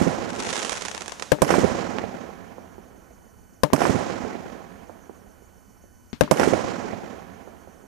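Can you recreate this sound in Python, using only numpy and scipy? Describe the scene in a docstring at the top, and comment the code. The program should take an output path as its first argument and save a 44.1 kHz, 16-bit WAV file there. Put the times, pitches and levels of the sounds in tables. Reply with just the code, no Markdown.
"""Open country at night: a firework cake fires, heard by two microphones far apart, the right one 0.1 s late.
We come in on the tail of a burst, and stars crackle through the first second. Three more shells follow:
each bang overloads both microphones, slaps back off buildings and trees, and rolls away.
Lift charges thump in their tubes as shells leave, and one late star snaps on its own.
Underneath lies a bed of wavering night air, hiss, a thin electronic whine and a faint sizzle."""
import sys
import numpy as np
from scipy import signal
from scipy.fft import rfft, irfft
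from scipy.io import wavfile

SR = 44100
rng = np.random.default_rng(int(sys.argv[2]) if len(sys.argv) > 2 else 0)


def unload_wav(signal):
    """Save mono or channel-first audio to the path in sys.argv[1] as 16-bit WAV at rate SR, clipped to [-1, 1]."""
    wavfile.write(
        sys.argv[1],
        SR,
        np.round(np.clip(np.atleast_2d(signal).T, -1, 1) * 32767).astype(np.int16),
    )


N = 347059
LEFT, RIGHT = 0, 1  # pairs of settings are (left, right)

# shell bursts, the first before we come in: (left time [s], right time [s], level [dB])
BURSTS = [(-.246, -.149, -3), (1.3186, 1.4193, -1), (3.6344, 3.7326, -3), (6.2095, 6.3118, -2)]
# tone of the roll: (frequency [Hz], left level [dB], right level [dB], extra decay [dB/s])
ROLL_COLOUR = [(35.0, -13, -49, 0), (75.7, -14, -5.5, -5), (150, -2.5, -6.5, -4.5), (188, 4.5, 2.5, -1.5),
               (297, -1.5, 0, 0), (720, -7.5, -2.5, 0), (1120, -17, -11.5, -2), (1630, -12, -12, 0.5),
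               (4000, -28.5, -25.5, 4.5), (5500, -25, -22.5, 8), (7230, -39, -22, 6),
               (9430, -36, -24.5, 67), (12300, -33, -22, 106), (14900, -35, -74, 74)]
# slapback off walls and tree lines, its strength shifting with each shell's spot in the sky:
# (delay [s], low-pass [Hz], microphone, level for each of the four bursts [dB])
WALL_ECHOES = [(.068, 1100, LEFT, -30, -30, -30, -30), (.092, 450, LEFT, -31, -30, -21, -30),
               (.185, 430, LEFT, -22, -21, -22, -20), (.209, 520, LEFT, -19, -18, -20.5, -17),
               (.341, 550, LEFT, -26, -23, -26, -27), (.431, 420, LEFT, -24, -21, -28, -22),
               (.552, 1000, LEFT, -32, -36, -34, -36), (.675, 1300, LEFT, -33, -32, -33, -33),
               (.696, 500, LEFT, -31, -29, -31, -30), (.824, 500, LEFT, -28, -26, -29, -28),
               (1.471, 550, LEFT, -44, -42, -42, -45), (.048, 600, RIGHT, -21, -21, -18, -21),
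               (.073, 750, RIGHT, -17, -17, -14, -18), (.0853, 850, RIGHT, -8, -6.5, -8.5, -6.5),
               (.1205, 1200, RIGHT, -11, -9.5, -12, -11.5), (.134, 750, RIGHT, -18, -16, -14, -19),
               (.146, 620, RIGHT, -17, -14, -22, -20), (.163, 390, RIGHT, -6, -6.5, -8, -6),
               (.215, 420, RIGHT, -12, -10, -12, -11), (.223, 480, RIGHT, -8.5, -5.5, -14, -6.5),
               (.275, 600, RIGHT, -24, -26, -19, -25), (.367, 1000, RIGHT, -26, -26, -22.5, -25),
               (.515, 750, RIGHT, -26, -25, -21.5, -25), (.62, 480, RIGHT, -25, -18.5, -23, -19.5),
               (.871, 750, RIGHT, -33, -31, -36, -35), (1.163, 750, RIGHT, -31, -30, -30, -32),
               (1.362, 800, RIGHT, -32, -32, -29.5, -36), (1.528, 600, RIGHT, -43, -43, -47, -41),
               (1.688, 520, RIGHT, -43, -41.5, -43, -48), (2.106, 600, RIGHT, -44, -46, -41, -43)]
# bright returns off close hedges and fences: (delay [s], microphone, level for each burst [dB])
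RATTLES = [(0.208, LEFT, -33, -41, -39, -35), (0.028, RIGHT, -37, -23, -21, -26),
           (.0585, RIGHT, -25, -20, -19, -23), (.072, RIGHT, -28, -25, -18, -33),
           (.085, RIGHT, -19, -15, -21, -14), (.101, RIGHT, -42, -27, -22, -28),
           (0.1206, RIGHT, -23, -29, -28, -16), (0.135, RIGHT, -25, -25, -24, -28),
           (0.2229, RIGHT, -27, -26, -29, -26)]
# tone of a rattle: (frequency [Hz], level [dB])
RATTLE_COLOUR = [(300, 1), (1400, 17), (3000, 7), (4000, -12), (5500, 8.5), (8000, -9.5), (11000, -5),
                 (15000, -40)]
# night air and microphone hiss: (frequency [Hz], left density [dB/Hz], right density [dB/Hz])
AIR_COLOUR = [(35, -104, -74), (68, -71.5, -70.5), (145, -99, -84), (223, -79, -77), (314, -96.5, -90),
              (610, -102, -94), (1100, -107, -93.5), (1780, -108, -100), (3560, -121, -114),
              (4300, -122, -114), (6000, -118, -106), (12000, -120, -107), (14000, -140, -134)]
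# partials of the whine: (harmonic number, left level [dB], right level [dB])
WHINE_PARTIALS = [(1, -76.5, -72.5), (2, -84.5, -78.5), (3, -85.5, -82), (5, -104, -82.5), (6, -90.5, -81),
                  (7, -109, -76.5), (8, -109, -71)]
# foreground pops of the crackle: (left time [s], right time [s], left level [dB], right level [dB])
POPS = [(0.303, 0.401, -15.5, -10), (.3905, 0.4904, -18, -9), (0.404, 0.5037, -13, -8),
        (0.424, .529, -13, -8.5), (0.431, 0.535, -18, -10), (.4517, .5564, -14, -8.5),
        (0.46, 0.5656, -19, -7.5), (0.469, 0.577, -12, -9), (0.485, 0.5923, -15, -9.5),
        (0.527, 0.629, -14, -7), (.5469, .6483, -17, -6.5), (.5564, .659, -21, -17), (.5956, .695, -21, -4),
        (0.608, .7098, -23, -14), (0.6095, 0.7203, -16, -9), (0.625, 0.7285, -18, -9),
        (0.669, 0.772, -24, -13), (0.713, 0.811, -29, -14), (.72, 0.821, -20, -8.5),
        (0.749, 0.8512, -27, -9.5), (0.754, 0.858, -14, -12.5), (0.778, 0.8835, -14, -9.5),
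        (.85, .9474, -22, -11.5), (0.901, 1.008, -24, -15), (0.914, 1.0196, -12, -13),
        (.957, 1.06, -25, -18), (0.978, 1.08, -12, -11), (1.095, 1.197, -17, -14),
        (1.1206, 1.2233, -12, -7)]
# tone of a pop: (frequency [Hz], level [dB])
POP_COLOUR = [(100, -9), (400, 0.5), (1000, 0.5), (2200, -5), (3500, -7), (4400, -10), (6500, -6.5),
              (9000, -16), (11000, -19.5), (13000, -53), (16000, -48)]
# ring of the microphone housings, struck differently from each spot in the sky:
# (frequency [Hz], t60 [s], microphone, level for each burst [dB])
HOUSING_MODES = [(205, .035, LEFT, -12, -13, -11, -9), (525, .03, LEFT, 5, 6, 4.5, 6.5),
                 (630, .04, LEFT, -4, -5, -3, -2), (1050, .024, LEFT, -5, -8, 2, -6),
                 (1600, .014, LEFT, 0, 0, -2, 4), (208, .05, RIGHT, -8, -7, -16, -3),
                 (272, .055, RIGHT, -12, -18, 1, -18), (385, .05, RIGHT, -6, -6, -3, -4),
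                 (525, .035, RIGHT, 3, 3, -4, 5), (635, .04, RIGHT, -3, -4, -1, 1),
                 (1030, .014, RIGHT, 3, 2, 5, 4)]
# tone of a bang's crack: (frequency [Hz], level [dB])
CRACK_COLOUR = [(40, 23), (150, 9.5), (1000, 0.5), (3000, -3.5), (6000, -4), (11000, -7.5), (16000, -32)]
# scatter off nearby ground: (frequency [Hz], left density [dB/Hz], right density [dB/Hz])
GROUND_COLOUR = [(77, -50, -48), (190, -41, -41), (400, -44, -37), (700, -45, -39), (1200, -51, -49),
                 (2500, -60, -60), (4000, -67, -68), (6000, -68, -59), (9500, -71, -62), (14000, -78, -73)]
# lift charges: (left time [s], right time [s], left level [dB], right level [dB], low-pass [Hz])
LIFTS = [(1.614, 1.718, -21, -13.5, 1100), (4.139, 4.238, -37, -20, 1300), (6.131, 6.236, -19, -15.5, 5700)]
# ring of the launch tube: (frequency [Hz], t60 [s], level [dB])
TUBE_MODES = [(125, .04, -41), (241, 0.045, 2), (367, 0.019, -3)]
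# one late star: (left time [s], right time [s], left level [dB], right level [dB])
SNAP = (1.9943, 1.9854, -15, -1.5)
# narrow dips in the tone: (frequency [Hz], width [Hz])
TONE_NOTCHES = [(145, 23.6), (296, 18), (598, 18), (900, 26), (1200, 33)]

TREES_DELAY_S, TREES_DB, TREES_T60_S = (.19, .085), (-53, -44.5), (2.14, 2.403)
COUNTRY_DB, COUNTRY_T60_S = (-71, -64), 6.55
ROLL_SWELL_DB_PER_S = (131, 342)
SLAP_LOWPASS_HZ = (550, 700, 900, 1200, 1600, 2200)


def from_db(db):
    return 10 ** (np.asarray(db) / 20)


def seconds(length):
    return np.arange(int(length * SR)) / SR


def unit_energy(x):
    return x / np.sqrt(np.sum(x ** 2) + 1e-20)


def add(track, s, sound):
    """Mix a sound in at time s; what lies outside the track is lost."""
    at = round(s * SR)
    part = sound[max(-at, 0):max(len(track) - at, 0)]
    track[max(at, 0):max(at, 0) + len(part)] += part


def at_hz(table, hz, column=1):
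    table = np.array(table)
    return np.interp(np.log(hz), np.log(table[:, 0]), table[:, column])


def butter(x, hz, kind, order=2):
    return signal.sosfilt(signal.butter(order, np.clip(hz, 10, .45 * SR), kind, fs=SR, output="sos"), x)


def click(colour, size=1024):
    """The tightest (minimum-phase) click with a given tone; peak 1."""
    cepstrum = irfft(np.log(from_db(at_hz(colour, np.linspace(1, SR / 2, size + 1)))))
    causal = np.r_[cepstrum[0], 2 * cepstrum[1:size]]
    pulse = irfft(np.exp(rfft(causal, 2 * size)))[:size]
    return pulse / np.abs(pulse).max()


def flicker(n, per_s):
    """Random modulation with a spread near 1."""
    knots = rng.standard_normal(n // 20 + 2)
    return np.interp(np.arange(n) * per_s / SR, np.arange(len(knots)), knots)


def banded_noise(n, level_db):
    """Noise in 24 bands; level_db(hz) gives the dB per Hz of each, steady or moving."""
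    edges = np.geomspace(25, 16000, 25)
    white = rng.standard_normal((2, n)) * np.sqrt(SR / 2)
    return sum(butter(white[k % 2], [low, high], "band") * from_db(level_db(np.sqrt(low * high)))
               for k, (low, high) in enumerate(zip(edges, edges[1:])))


def roll_level(side, t):
    """The roll's envelope in dB, t seconds after a bang: trees and far country add up in power."""
    late = t - TREES_DELAY_S[side]
    trees = from_db(TREES_DB[side] - 60 * late / TREES_T60_S[side])
    country = from_db(COUNTRY_DB[side] - 60 * late / COUNTRY_T60_S)
    return 10 * np.log10(trees ** 2 + country ** 2) + ROLL_SWELL_DB_PER_S[side] * np.minimum(late, 0)


def roll(side, lumpy_db=1.7, patchy_db=1.2):
    """Trees and ground send a burst back as a lumpy rumble that darkens as it dies."""
    t = seconds(3.6)
    envelope_db = roll_level(side, t) + lumpy_db * flicker(len(t), 120)

    def band_db(hz):
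        tone_db = at_hz(ROLL_COLOUR, hz, 1 + side) - t * at_hz(ROLL_COLOUR, hz, 3)
        return envelope_db + tone_db + patchy_db * flicker(len(t), 38.93)
    return banded_noise(len(t), band_db)


def wall_echo(lowpass_hz, delay_s, smear_s=.0048, air_cut_at_1s_hz=1470):
    """A wall returns the blast smeared by its uneven face and dulled by the air on the way."""
    t = seconds(.06)
    face = .1 * rng.standard_normal(len(t)) * np.exp(-t / smear_s)
    face[0] += 1
    body = butter(butter(face, lowpass_hz, "low", order=3), lowpass_hz / 4, "high")
    distant = butter(body, air_cut_at_1s_hz / np.sqrt(delay_s), "low")
    return unit_energy(distant) * np.sqrt(.006 * SR)  # the energy of 6 ms at rms 1


def slaps(side, shapes, count=30, span_s=1.2, lift_db=21, spread_db=2, db_per_octave=-2.5):
    """Single trunks and fences throw small slaps at random; they ride the roll's envelope down."""
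    out = np.zeros(2 * SR)
    for _ in range(count):
        delay_s = TREES_DELAY_S[side] + span_s * rng.random()
        k = rng.integers(len(shapes))
        tilt_db = db_per_octave * np.log2(SLAP_LOWPASS_HZ[k] / SLAP_LOWPASS_HZ[0])
        db = lift_db + tilt_db + spread_db * np.clip(rng.normal(), -2, 2)
        add(out, delay_s, from_db(roll_level(side, delay_s) + db) * shapes[k])
    return out


def rattle(t60=.05, grain_db=6):
    """Twigs and slats break the blast into a dying cluster of gritty ticks."""
    t = seconds(.06)
    ticks = rng.standard_normal(len(t)) * from_db(grain_db * np.clip(flicker(len(t), 1445), -2, 2))
    ticks = ticks / ticks.std() * from_db(-60 * t / t60)
    return signal.fftconvolve(ticks, unit_energy(click(RATTLE_COLOUR)))


def night_air(side, waver_db=4.5, steadier_above_hz=2000):
    """The bed: open air wavers in the lows and settles into microphone hiss on top."""
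    def band_db(hz):
        depth_db = waver_db * min(1, steadier_above_hz / hz)
        return at_hz(AIR_COLOUR, hz, 1 + side) + depth_db * flicker(N, 18)
    return banded_noise(N, band_db)


def whine(side, hz=1500):
    """The electronics hold one thin, steady note."""
    t = np.arange(N) / SR
    return sum(from_db(db[side]) * np.sqrt(2) * np.sin(2 * np.pi * k * hz * t)
               for k, *db in WHINE_PARTIALS)


def sizzle(side, level_db=(-81, -67), chirps_per_s=45, top_hz=6850, bottom_hz=5750, rough_hz=400,
           throb_hz=7.4, throb_db=2.5):
    """A faint, throbbing sizzle made of quick, rough, falling chirps."""
    t = np.arange(N) / SR
    sweep = np.cumsum(chirps_per_s * (1 + .67 * flicker(N, 37))) / SR % 1
    hz = top_hz + (bottom_hz - top_hz) * sweep + rough_hz * flicker(N, 900)
    db = level_db[side] + throb_db * np.sin(2 * np.pi * throb_hz * t) + 2 * flicker(N, 70)
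    return from_db(db) * np.sqrt(2) * np.sin(2 * np.pi * np.cumsum(hz) / SR)


def star_swarm(peak_per_s=330, full_at_s=.37, hold_s=.18, swell_db_per_s=90, thin_db_per_s=49.5):
    """Random ticks for the small pops: they thicken, hold, then thin out as the stars are used up."""
    t = np.arange(N) / SR - full_at_s
    rate_db = swell_db_per_s * np.minimum(t, 0) - thin_db_per_s * np.maximum(t - hold_s, 0)
    fires = rng.random(N) < peak_per_s * from_db(rate_db) ** 2 / SR
    return fires * from_db(-19.5 + 3 * np.clip(rng.standard_normal(N), -2, 2))


def smear(ticks, t60):
    """Scatter turns each tick into a dying puff of noise with the same energy."""
    keep = from_db(-60 / (t60 * SR)) ** 2
    power = signal.lfilter([1 - keep], [1, -keep], ticks ** 2 + 1e-18)
    return rng.standard_normal(N) * np.sqrt(power)


def crackle(side, swarm, swarm_db=(-3.5, 2), right_lag_s=.103, near_db=(-6, -3), haze_db=-6):
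    """Stars pop as sharp ticks, the big ones doubled by the ground; gives (close pops, far haze)."""
    ticks = np.zeros(N)
    add(ticks, side * right_lag_s, from_db(swarm_db[side]) * swarm)
    for pop, bounce_s in zip(POPS, rng.uniform(.0008, .0024, len(POPS))):
        tick = from_db([pop[2 + side]])
        add(ticks, pop[side], tick)
        add(ticks, pop[side] + bounce_s, .98 * tick)
    near = ticks + from_db(near_db[side]) * smear(ticks, t60=.037)
    haze = from_db(haze_db) * smear(ticks, t60=1)
    return [signal.fftconvolve(part, click(POP_COLOUR))[:N] for part in (near, haze)]


def ring(t, hz, t60):
    return np.sin(2 * np.pi * hz * t) * from_db(-60 * t / t60)


def shock(t, push_s):
    """A blast wave: a jump in pressure that sinks into a longer suction."""
    return (1 - t / push_s) * np.exp(-t / push_s)


def bang(side, shot, blast_db=10, crack_db=1, crack_t60=.016, detune=.005):
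    """The direct blast rings the microphone housing; near scatter adds the crack."""
    t = seconds(.12)
    housing = sum(from_db(db[shot]) * ring(t, hz * (1 + detune * rng.normal()), t60)
                  for hz, t60, microphone, *db in HOUSING_MODES if microphone == side)
    noise = signal.fftconvolve(rng.standard_normal(len(t)), unit_energy(click(CRACK_COLOUR)))[:len(t)]
    crack = from_db(crack_db - 60 * t / crack_t60) * noise
    return from_db(blast_db) * shock(t, push_s=.00085) + housing + crack


def ground_scatter(side, t60=.115):
    """The ground close by answers a bang with a short, hollow rush."""
    t = seconds(.4)
    return banded_noise(len(t), lambda hz: at_hz(GROUND_COLOUR, hz, 1 + side)) * from_db(-60 * t / t60)


def shell_bursts(side):
    """Each shell stacks bang, ground rush, rattles and echoes over slaps and roll: (hits, tails)."""
    hits, tails = np.zeros(N), np.zeros(N)
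    rumble, ground = roll(side), ground_scatter(side)
    slap_shapes = [wall_echo(hz, TREES_DELAY_S[LEFT]) for hz in SLAP_LOWPASS_HZ]
    for shot, (*arrival_s, db) in enumerate(BURSTS):
        at_s = arrival_s[side]
        add(hits, at_s, from_db(db) * bang(side, shot))
        add(hits, at_s, from_db(db) * ground)
        add(tails, at_s, from_db(db) * rumble)
        add(tails, at_s, from_db(db) * slaps(side, slap_shapes))
        for delay_s, microphone, *rattle_db in RATTLES:
            if microphone == side:
                add(hits, at_s + delay_s, from_db(rattle_db[shot]) * rattle())
        for delay_s, lowpass_hz, microphone, *echo_db in WALL_ECHOES:
            if microphone == side:
                add(hits, at_s + delay_s, from_db(echo_db[shot]) * wall_echo(lowpass_hz, delay_s))
    return hits, tails


def lift_charges(side, shock_db=5, puff_db=-13, puff_hz=5000, puff_t60=.17):
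    """Each lift charge thumps in its cardboard tube and lets out a puff of gas."""
    out, t = np.zeros(N), seconds(.2)
    tube = sum(from_db(db) * ring(t, hz, t60) for hz, t60, db in TUBE_MODES)
    thump = tube + from_db(shock_db) * shock(t, push_s=.00037)
    for *lift, lowpass_hz in LIFTS:
        puff = butter(rng.standard_normal(len(t)), puff_hz, "low") * from_db(puff_db - 60 * t / puff_t60)
        add(out, lift[side], from_db(lift[2 + side]) * butter(thump + puff, lowpass_hz, "low"))
    return out


def late_star(side, lowpass_hz=3200):
    """One late star goes off with a duller snap."""
    out = np.zeros(N)
    snap = butter(shock(seconds(.01), push_s=.00045), lowpass_hz, "low")
    add(out, SNAP[side], from_db(SNAP[2 + side]) * snap)
    return out


def narrow_treble(pair, bleed_db, above_hz=2700):
    """Bleed each side's treble into the other to narrow the top of the image."""
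    pair = np.array(pair)
    treble = signal.sosfiltfilt(signal.butter(2, above_hz, "high", fs=SR, output="sos"), pair)
    return pair + from_db(bleed_db) * treble[::-1]


def scene():
    """Three stereo buses: hits stay wide, tails are a little narrower on top, the bed narrowest."""
    swarm = star_swarm()
    hit_bus, tail_bus, bed_bus = [], [], []
    for side in (LEFT, RIGHT):
        hits, tails = shell_bursts(side)
        pops, haze = crackle(side, swarm)
        hit_bus.append(hits + pops + lift_charges(side) + late_star(side))
        tail_bus.append(tails)
        bed_bus.append(haze + night_air(side) + whine(side) + sizzle(side))
    return narrow_treble(hit_bus, -19) + narrow_treble(tail_bus, -14) + narrow_treble(bed_bus, -6.5)


def record(dry, ceiling=.78, hardness=6, low_cut_hz=45, high_cut_hz=16000):
    """Narrow dips are cut into the tone, the bangs overload the input, and sub and top are trimmed."""
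    for hz, width_hz in TONE_NOTCHES:
        dry = signal.lfilter(*signal.iirnotch(hz, hz / width_hz, fs=SR), dry)
    clipped = dry / (1 + np.abs(dry / ceiling) ** hardness) ** (1 / hardness)
    thinned = butter(clipped, low_cut_hz, "high", order=1)
    return signal.sosfilt(signal.cheby2(14, 70, high_cut_hz, fs=SR, output="sos"), thinned)


dry = scene()
out = record(dry)
unload_wav(out)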